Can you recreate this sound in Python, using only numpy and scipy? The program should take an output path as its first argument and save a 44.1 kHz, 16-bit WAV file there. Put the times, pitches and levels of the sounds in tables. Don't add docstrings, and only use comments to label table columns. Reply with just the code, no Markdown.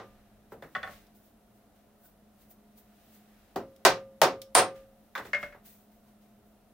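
import sys
import numpy as np
from scipy import signal
from scipy.io import wavfile
from scipy.ndimage import uniform_filter1d, minimum_filter1d

SR = 44100
rng = np.random.default_rng(int(sys.argv[2]) if len(sys.argv) > 2 else 0)


def bounce(signal):
    frames = np.transpose(np.atleast_2d(signal))
    limited = np.clip(frames, -1, 1)
    pcm = np.round(limited * 32767).astype(np.int16)
    wavfile.write(sys.argv[1], SR, pcm)


def how_loud(loudness_db):
    steps = np.asarray(loudness_db, float) / 20
    return 10 ** steps


N = 296793
LEAD = int(.3 * SR)
TAIL = np.arange(int(.6 * SR)) / SR

# t/s, peak level/dB, thud/dB, bite/dB, ping/dB
BLOWS = [
    (-.16, 10, -12.5, -2, -25),
    (3.5594, -26.5, 11, -5, -7),
    (3.850, -4, -2.5, 4, 6.5),
    (4.216, -5, -0.5, 1.5, 5),
    (4.550, 1.5, -6, 2, 17.5),
]
# t/s, peak level/dB, thud/dB, bite/dB, ping/dB
KNOCKS = [
    (.520, -38.5, 5.5, -19, 0),
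    (.623, -38.5, 1.5, 1, 4),
    (5.152, -24.5, -28, 2, -39),
    (5.178, -29.5, -11, 3.5, 9),
    (5.195, -33.5, -4, -29, -7),
    (5.251, -43, 5, 7.5, 19),
    (5.547, -44, -5.5, -12, -8),
]
# t/s, peak level/dB, thud/dB, bite/dB
FIRST_CLANKS = [
    (0.75, -24, -6, 0),
    (0.758, -20, -20, -20),
    (0.765, -30, 7, -4),
    (0.83, -25, -20, -2),
    (.836, -24.5, -5, -29),
    (0.844, -25.5, -12, -21),
    (0.874, -33.5, 7, -5),
    (0.893, -33.5, 0, -38),
]
# t/s, peak level/dB, thud/dB, bite/dB
SECOND_CLANKS = [
    (5.332, -17.5, -13, 2),
    (5.3460, -21, -6, 2),
    (5.428, -25, 1, 0),
    (5.524, -41, -8, 0),
]
# t/s, peak level/dB, thud/dB, bite/dB, ping/dB
TICKS = [
    (1.067, -69, 0, 1, -10),
    (2.417, -68, 0, -15, 0),
    (3.762, -64, 7, -1, -4.5),
    (4.4168, -45, -4.5, 0, 0),
    (4.547, -40.5, -3, -9, 6),
]
# t/s, block level/dB, jaw level/dB
LONG_RINGS = [
    (-.16, -39, -29),
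    (3.558, -38.5, -58),
    (3.850, -25.5, -37),
    (4.217, -27, -37.5),
    (4.551, -24.5, -31.5),
]
# peak t/s, level/dB, fade/s, dullness/dB
GRIPS = [(.03, -73.5, 0.44, 20.5), (.526, -58.5, 0.029, 8), (.626, -64, 0.1, -3), (1.154, -62.5, .08, -4),
         (1.76, -72.5, 0.12, 12.5), (2.51, -52.5, 0.028, -9), (2.78, -55, 0.043, -4),
         (4.76, -63, 0.08, 17.5), (5.175, -58, 0.032, 3), (5.66, -51.5, .12, -1.5),
         (5.92, -67.5, 0.11, 1.5), (6.22, -69.5, 0.12, 7), (6.46, -72, .13, -7)]
# peak t/s, level/dB, fade/s, dullness/dB
SLIDES = [(.764, -66, 0.11, 10), (0.926, -56.5, 0.11, 14), (1.262, -64, 0.061, -1), (1.57, -70, .08, 0),
          (2.06, -57.5, 0.052, -9), (2.3, -83, .1, -8), (2.42, -63, 0.064, 3), (3.05, -67.5, .3, 10.5),
          (3.15, -58.5, 0.06, 0), (3.4, -70.5, 0.59, 14), (5.051, -74, .4, 1), (5.27, -56, 0.054, 12),
          (5.428, -57.5, 0.08, 16), (6.09, -70, .07, 9)]

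# f/Hz, level/dB, t60/s
VISE_AND_TABLE = [(112, -31, .7), (350, -13, .2), (383, -10, .26), (410, -12, .22), (662, -9, .18), (740, -8, .22),
                  (817, -12, .22), (918, -6, .14), (956, -10, .17), (1074, -4, .19), (1130, -10, .18),
                  (1246, -8, .12), (1310, -9, .15),
                  (1550, -10, .16), (1940, -10, .12), (2380, -12, .12), (2950, -16, .08), (3330, -14.5, .06),
         (3880, -16.5, .05), (4440, -16.5, .06), (4660, -14, .08), (5380, -16, 0.071), (5760, -15.5, 0.03),
         (6550, -18, .05)]
# f/Hz, level/dB, t60/s
BENCH = [(423, -3, .1), (547, -1, .1), (604, -11, .1), (715, -23, 0.1), (1290, -19, .05), (1530, -3, .06),
         (1790, -20, .04), (3022, -15.5, .035), (3540, -7, 0.036)]
# f/Hz, level/dB, t60/s
FIRST_STEEL = [(581, -14, .22), (759, -7, .07), (1114, -8, .07), (1335, -1, .07), (1486, -5, .08),
               (1798, -3, .09), (1863, -6, .07), (1990, -8, .08), (3000, -13, .04), (3295, -12, .08),
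               (3480, -12, .05), (4043, -18, .06), (4340, -18, .05), (4700, -19, .03)]
# f/Hz, level/dB, t60/s
SECOND_STEEL = [(581, -1, .29), (612, -11, .12), (1346, -11, .1), (1490, -7, .13), (1690, -12, .11),
                (1771, -13, .1), (1943, -13, .1), (2003, -13, .12), (2148, -1, .2), (2215, -8, .1),
                (2640, -13, .05), (3295, -20, .1), (3381, -20, .07), (4600, -25, .08)]
# f/Hz, level/dB, t60/s
PIN = [(5060, 1, .07), (5250, 2, .08), (5400, 2, .09), (5550, 2, .08), (5750, 0, .07), (8100, -6, .04)]
# f/Hz, level/dB, t60/s
PARALLEL = [(8130, -5, .02), (8500, -3, .018), (8800, -1, .022), (9050, 0, .022), (9420, -2, .02),
            (9970, -5, .018)]

# f/Hz, level/dB per Hz
BLOW_COLOUR = [(18, -50), (30, -32), (200, -13), (260, -14), (390, -4), (730, 2), (1270, -6), (1500, -9),
               (3000, -16), (4800, -15.5), (8000, -24.5), (12000, -26.5), (15000, -22), (16500, -21)]
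# f/Hz, level/dB per Hz
KNOCK_COLOUR = [(35, -52.5), (60, -8.5), (573, 0.5), (644, -2), (1770, -5.5), (2290, -17.5), (6600, -29.5),
                (9170, -37), (15400, -24), (16500, -43)]
# f/Hz, level/dB per Hz
CLANK_COLOUR = [(35, -43), (60, -7), (464, -14), (573, 1.5), (983, -28), (1300, 1), (2140, -1), (2900, -25),
                (5000, -24.5), (15400, -52), (16500, -59)]
# f/Hz, level/dB per Hz
TICK_COLOUR = [(300, -45), (1500, -19), (3000, 0), (5300, -0.5), (8000, -6), (16000, -1.5)]
# f/Hz, level/dB per Hz
RUB_COLOUR = [(600, -26.5), (1500, -11), (3500, -11), (7000, -12), (11000, -10.5), (15500, -1.5)]
# f/Hz, level/dB per Hz
FLOOR_COLOUR = [(20, -17.5), (45, -8.5), (70, -13.5), (200, -16.5), (330, -16.5), (500, -22.5), (750, -9),
                (950, -37), (1150, -24), (1500, -30.5), (3300, -35), (7000, -39.5), (15200, -34.5),
                (16500, -42.5)]
# f/Hz, t60/s
ROOM_T60 = [(40, .3), (120, .45), (300, 0.39), (700, .22), (1800, 0.24), (4800, 0.21), (9000, 0.15),
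            (15000, 0.15)]
# f/Hz, likeness/0..1
BLOW_LIKENESS = [(60, 0.96), (180, 1), (550, 0.94), (1100, 0.9), (2200, 0.5), (4970, 0.34), (15000, 0.025)]
# f/Hz, likeness/0..1
FLOOR_LIKENESS = [(40, 0.97), (180, 0.75), (550, 0.68), (1650, 0.57), (4970, .02), (15000, .02)]
# f/Hz, level/dB rms, width/Hz
CASING = [(209.7, -67.5, 30), (415, -78.5, 6.9), (115.85, -79.5, 4.4), (298.8, -80, 34), (703, -74, 76)]

FLOOR_DB = -37.5
BLADE_HZ, BLADE_DB = 209.8, -66
GRIP_RISE_S, FADE_DB = .015, 12.5
SQUEAK_S, SQUEAK_HZ, SQUEAK_DB, SQUEAK_WIDTH_S = 2.055, 1500, -66, 0.014
BLOCK_HZ, BLOCK_T60 = 538.5, .62
JAW_HZ, JAW_T60 = 1200, .42
CONTACT_S = .0007
SPREAD_DB = 2.0
LIMIT_DB, RELEASE_DB_S = -4.2, 400


def rms_one(x):
    return x / np.sqrt(np.mean(x ** 2) + 1e-20)


def at_hz(points, hz):
    table_hz, values = np.array(points).T
    return np.interp(np.log(hz), np.log(table_hz), values)


def dying(t60):
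    return how_loud(-60 * TAIL / t60)


def add(out, s, sound):
    at = round(s * SR) + LEAD
    out[..., at:at + sound.shape[-1]] += sound


def noise_bands(envelope, likeness):
    out = 0
    edges = np.r_[22.5 * 2 ** np.arange(0, 8.1, .5), 7000, 8300, 10000, 12000, 14200, 17000]
    white = rng.standard_normal((2, 2, N + LEAD))
    for k, (low, high) in enumerate(zip(edges, edges[1:])):
        hz = np.sqrt(low * high)
        band = signal.butter(2, [low, high], "band", fs=SR, output="sos")
        mid, side = signal.sosfilt(band, white[k % 2] * envelope(hz))
        alike = np.clip(at_hz(likeness, hz), 0, 1)
        out = out + np.sqrt(1 + alike) * mid + np.sqrt(1 - alike) * side * [[1], [-1]]
    return out[:, LEAD:]


def fan():
    out = how_loud(BLADE_DB) * np.sqrt(2) * np.sin(2 * np.pi * BLADE_HZ * np.arange(N) / SR)
    for hz, db, width_hz in CASING:
        radius = np.exp(-np.pi * width_hz / SR)
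        angle = 2 * np.pi * hz / SR
        stage = [1, 0, -1, 1, -2 * radius * np.cos(angle), radius * radius]
        hum = signal.sosfilt([stage, stage], rng.standard_normal(N + SR))[SR:]
        out = out + how_loud(db) * rms_one(hum)
    return out


def strokes_db(time):
    s, db, fade_s, dull_db = np.transpose(GRIPS + SLIDES)[:, :, None]
    slide_rise_s = fade_s[len(GRIPS):, 0]
    rise_s = np.r_[np.full(len(GRIPS), GRIP_RISE_S), slide_rise_s][:, None]
    distance = np.maximum((s - time) / rise_s, (time - s) / fade_s)
    return db - FADE_DB * distance, dull_db


def air_and_hands():
    sample = np.arange(N + LEAD)
    coarse = sample[::64]
    rub_db, dull_db = strokes_db((coarse - LEAD) / SR)

    def envelope(hz):
        tilt_db = dull_db * np.log2(12000 / hz) / 3
        rub = how_loud(rub_db + 5.0 + at_hz(RUB_COLOUR, hz) + tilt_db)
        floor = how_loud(FLOOR_DB + at_hz(FLOOR_COLOUR, hz))
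        level = np.sqrt(floor ** 2 + np.sum(rub ** 2, axis=0))
        return np.interp(sample, coarse, level)
    return noise_bands(envelope, FLOOR_LIKENESS)


def squeak():
    time = np.arange(N) / SR - SQUEAK_S
    swell = np.exp(-(time / SQUEAK_WIDTH_S) ** 2)
    return how_loud(SQUEAK_DB) * swell * np.sin(2 * np.pi * SQUEAK_HZ * time)


def strength_db(events, hz):
    levels = []
    for s, db, thud, bite, *ping in events:
        tilt = [(300, thud), (1100, 0.003), (3000, bite), (6200, bite), (8900, sum(ping)), (12000, 0)]
        levels.append(db + at_hz(tilt, hz))
    return np.array(levels)


def scatter(power, hz, events, colour, level_db, crack_db, shorten):
    shape = dying(shorten * at_hz(ROOM_T60, hz)) + how_loud(crack_db) * dying(0.025)
    levels = how_loud(strength_db(events, hz) + at_hz(colour, hz) + level_db)
    for event, level in zip(events, levels):
        add(power, event[0], (level * shape) ** 2)


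def room_echoes():
    def envelope(hz):
        power = np.full(N + LEAD, 1e-16)
        scatter(power, hz, TICKS, TICK_COLOUR, level_db=-6.5, crack_db=14, shorten=0.99)
        scatter(power, hz, FIRST_CLANKS + SECOND_CLANKS, CLANK_COLOUR, level_db=-5.0, crack_db=4.5, shorten=1.0)
        scatter(power, hz, KNOCKS, KNOCK_COLOUR, level_db=4, crack_db=-5.0, shorten=1.0)
        scatter(power, hz, BLOWS, BLOW_COLOUR, level_db=3.5, crack_db=-1.0, shorten=0.92)
        return np.sqrt(power)
    return noise_bands(envelope, BLOW_LIKENESS)


def walls(x, t60, wet_db):
    mid, side = rng.standard_normal((2, len(TAIL))) * dying(t60)
    high_pass = signal.butter(1, 1500, "high", fs=SR, output="sos")
    side = signal.sosfilt(high_pass, side)
    spray = np.array([mid + side, mid - side]) / np.sqrt(np.sum(mid ** 2))
    return x + how_loud(wet_db) * signal.fftconvolve(x, spray, axes=1)[:, :x.shape[1]]


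def ring(events, modes, level_db):
    out = np.zeros((2, N + LEAD))
    chance = rng.standard_normal((len(events), 2, len(modes)))
    shapes = np.array([dying(t60) * np.sin(2 * np.pi * hz * TAIL) for hz, db, t60 in modes])
    shapes = shapes * (1 - np.exp(-TAIL / CONTACT_S))
    levels_db = np.array([strength_db(events, hz) + db for hz, db, t60 in modes]).T
    signs = (-1) ** np.arange(len(modes))
    for event, db, (luck, lean) in zip(events, levels_db, chance):
        balance = 1 + .12 * lean * [[1], [-1]]
        gains = signs * how_loud(db + level_db + SPREAD_DB * luck) * balance
        add(out, event[0], gains @ shapes)
    return out


def struck_bodies():
    struck = ring(TICKS, PIN, -15.0)
    struck += ring(FIRST_CLANKS, FIRST_STEEL, -7.5)
    struck += ring(SECOND_CLANKS, SECOND_STEEL, -12.0)
    struck += ring(KNOCKS, BENCH, -8.5)
    struck += ring(BLOWS[-1:], PARALLEL, -20.5)
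    struck += ring(BLOWS, VISE_AND_TABLE, -12.0)
    return walls(struck, t60=.17, wet_db=-6.0)[:, LEAD:]


def block_and_jaw():
    out = np.zeros(N + LEAD)
    block = dying(BLOCK_T60) * np.sin(2 * np.pi * BLOCK_HZ * TAIL)
    jaw = dying(JAW_T60) * np.sin(2 * np.pi * JAW_HZ * TAIL)
    for s, block_db, jaw_db in LONG_RINGS:
        add(out, s, how_loud(block_db) * block + how_loud(jaw_db) * jaw)
    return out[LEAD:]


def scene():
    quiet = fan() + air_and_hands() + squeak()
    return quiet + room_echoes() + struck_bodies() + block_and_jaw()


def roll_off(x):
    return signal.sosfilt(signal.butter(12, 17140, fs=SR, output="sos"), x)


def record(dry):
    ramp = RELEASE_DB_S * np.arange(N) / SR
    level_db = 20 * np.log10(np.abs(dry).max(axis=0) + 1e-9)
    held_db = np.maximum.accumulate(level_db + ramp) - ramp
    over_db = np.minimum(LIMIT_DB - held_db, 0)
    cut_db = uniform_filter1d(-minimum_filter1d(over_db, size=25), size=24)
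    top_cut = signal.ellip(8, .5, 30, 15800, fs=SR, output="sos")
    finished = signal.sosfilt(top_cut, dry * how_loud(-cut_db))
    return roll_off(finished)


dry = scene()
out = record(dry)
bounce(out)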